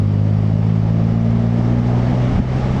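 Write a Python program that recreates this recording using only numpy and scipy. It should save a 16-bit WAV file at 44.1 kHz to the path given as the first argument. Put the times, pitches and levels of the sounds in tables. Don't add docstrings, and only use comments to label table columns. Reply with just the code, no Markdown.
import sys
import numpy as np
from scipy import signal
from scipy.fft import rfft, irfft
from scipy.io import wavfile
from scipy.ndimage import uniform_filter1d

SR = 44100
rng = np.random.default_rng(int(sys.argv[2]) if len(sys.argv) > 2 else 0)


def log_audio(samples):
    frames = np.atleast_2d(samples).T
    limited = np.clip(frames, -1, 1)
    pcm = np.round(limited * 32767).astype(np.int16)
    wavfile.write(sys.argv[1], SR, pcm)


N = 123480
TIME = np.arange(N) / SR

# time_s, turns_per_second_hz
CRANK_SPEED = [(0, 50.9), (1, 55.5), (2, 60.3), (2.8, 64.6)]
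# pitch_hz, level_db
CABIN_RESPONSE = [(30, -42), (58, -30.5), (80, -28), (102, -15.6), (110, -17.2), (121, -16.1), (128, -17.5),
                  (142, -27), (153, -23), (162, -19), (166, -19.2), (171, -21.5), (183, -24.7), (193, -31),
                  (206, -25), (219, -27), (226, -20.3), (241, -22.7), (256, -34), (280, -41), (340, -47),
                  (400, -41), (460, -48), (590, -45), (700, -56)]
# time_s, gain_db
DRONE_GAIN = [(0, 0), (2.3, 0), (2.35, -6), (2.42, -2), (2.5, -.5), (2.8, -2)]
WAVER_HZ, WAVER_TURNS, FLUTTER_DB = 9, .004, .4

# pitch_hz, relative_density_db (per Hz)
ROAD_SPECTRUM = [(20, -7), (36, -1.5), (60, -0.5), (85, -1.5), (140, -4), (215, 0.5), (280, -6),
                 (390, -7.5), (500, -11.5), (600, -8.5), (780, -12.5), (1050, -19), (1190, -17),
                 (1450, -24), (1850, -24), (2200, -25), (2500, -29.5), (3000, -30), (4000, -35.5),
                 (5700, -39), (6400, -43), (7300, -46.5), (8800, -55), (10500, -64.5), (12500, -80.5)]
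# time_s, rumble_db, roar_db, hiss_db
ROAD_GROWTH = [(0, 2, -2.5, -3), (.55, 1, -1, -1.5), (.85, 3.5, 0.5, -1), (1.2, 1, 0.5, -0.5),
               (1.6, 4.5, 3.5, 1.5), (2.1, 4.5, 6.5, 4), (2.35, 6.5, 4.5, 5), (2.8, 8, 3.5, 5)]
RUMBLE_HZ, ROAR_HZ, HISS_HZ = 153, 600, 2200
ROAD_DB = -27
PATCH_DB, FLICKER_DB, FLICKER_HZ = .7, .35, 17

# pitch_hz, width_hz, start_level_db, end_level_db
NOISE_RINGS = [(831, 12, -57, -39), (2910, 40, -64, -67), (4720, 100, -62, -68), (5210, 90, -71, -66),
               (5410, 70, -67, -65)]

# centre_s, level_db, pitch_hz, length_s
WHEEL_BLOWS = [(2.324, -11.5, 204, 0.0093), (2.352, -8.5, 85.5, 0.03), (2.383, -7, 142, 0.0083),
               (2.403, -4, 218, 0.015), (2.405, -9, 71.7, 0.026), (2.427, -16, 140, 0.013)]
HEAVE_S, HEAVE_DB, HEAVE_HZ, HEAVE_LENGTH_S = 2.356, -18.5, 35, 0.16

LIMIT_DB, RECOVER_DB_PER_S, LIMIT_ATTACK_S = -7, 40, .01
EDGE_HZ = 12500


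def amp(db):
    return 10 ** (np.asarray(db) / 20)


def unit(x):
    return x / np.sqrt(np.mean(x ** 2) + 1e-20)


def curves(table, t):
    s, *columns = np.transpose(table)
    return [np.interp(t, s, column) for column in columns]


def band_noise(hz, width_hz):
    f = np.fft.rfftfreq(N, 1 / SR)
    white = rfft(rng.standard_normal(N))
    return unit(irfft(white / (1 + ((f - hz) / width_hz) ** 4), N))


def add(mix, s, sound):
    start = max(round(s * SR) - len(sound) // 2, 0)
    part = mix[start:][:len(sound)]
    part += sound[:len(part)]


def engine(count=11):
    revs, = curves(CRANK_SPEED, TIME)
    turns = np.cumsum(revs) / SR + WAVER_TURNS * band_noise(0, WAVER_HZ)
    hz = np.arange(-2048, 2048)
    log_gain = np.log(amp(curves(CABIN_RESPONSE, abs(hz))[0]))
    cabin = np.exp(np.conj(signal.hilbert(log_gain)))
    orders = np.zeros(N, complex)
    for k in range(1, count + 1):
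        resonance = np.interp(k * revs, hz, cabin)
        flutter = amp(FLUTTER_DB * band_noise(0, WAVER_HZ))
        orders += resonance * np.exp(2j * np.pi * k * turns) * flutter
    return np.sqrt(2) * orders.real * amp(curves(DRONE_GAIN, TIME)[0])


def road():
    size, hop = 2048, 512
    hz, t, z = signal.stft(rng.standard_normal(N), SR, nperseg=size, noverlap=size - hop)
    pitch = np.log(hz + 1)
    f, db = np.transpose(ROAD_SPECTRUM)
    colour = unit(amp(np.interp(pitch, np.log(f), db)) * (hz > 0))
    anchors = np.log([RUMBLE_HZ, ROAR_HZ, HISS_HZ])
    rows = np.transpose(curves(ROAD_GROWTH, t))
    growth = np.transpose([np.interp(pitch, anchors, row) for row in rows])
    patches = uniform_filter1d(rng.standard_normal(z.shape), size=14, axis=0, mode="wrap")
    patches = unit(uniform_filter1d(patches, size=7, axis=1, mode="wrap"))
    z = z * colour[:, None] * amp(growth + PATCH_DB * patches)
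    noise = signal.istft(z, nperseg=size, noverlap=size - hop)[1][:N]
    return noise * amp(ROAD_DB + FLICKER_DB * band_noise(0, FLICKER_HZ))


def rings():
    out = np.zeros(N)
    for hz, width, first, last in NOISE_RINGS:
        out += band_noise(hz, width / 2) * amp(np.linspace(first, last, N))
    return out


def thud(db, hz, length):
    t = np.arange(-round(length * SR), round(length * SR)) / SR
    swell = np.exp(-2 * np.pi * (t / length) ** 2)
    wave = np.cos(2 * np.pi * hz * t)
    balanced = wave - np.average(wave, weights=swell)
    return -amp(db) * swell * balanced


def bump():
    out = np.zeros(N)
    for s, db, hz, length in WHEEL_BLOWS:
        add(out, s, thud(db, hz, length))
    add(out, HEAVE_S, thud(HEAVE_DB, HEAVE_HZ, HEAVE_LENGTH_S))
    return out


def scene():
    return (engine() + road() + rings() + bump())[None]


def record(dry):
    over_db = np.maximum(20 * np.log10(abs(dry[0]) + 1e-9) - LIMIT_DB, 0)
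    fall = TIME * RECOVER_DB_PER_S
    held_db = np.maximum.accumulate(over_db + fall) - fall
    duck_db = uniform_filter1d(held_db, max(int(LIMIT_ATTACK_S * SR), 1))
    low_pass = signal.firwin(511, EDGE_HZ, window=("kaiser", 9), fs=SR)
    return signal.oaconvolve(dry / amp(duck_db), low_pass[None], "same")


dry = scene()
out = record(dry)
log_audio(out)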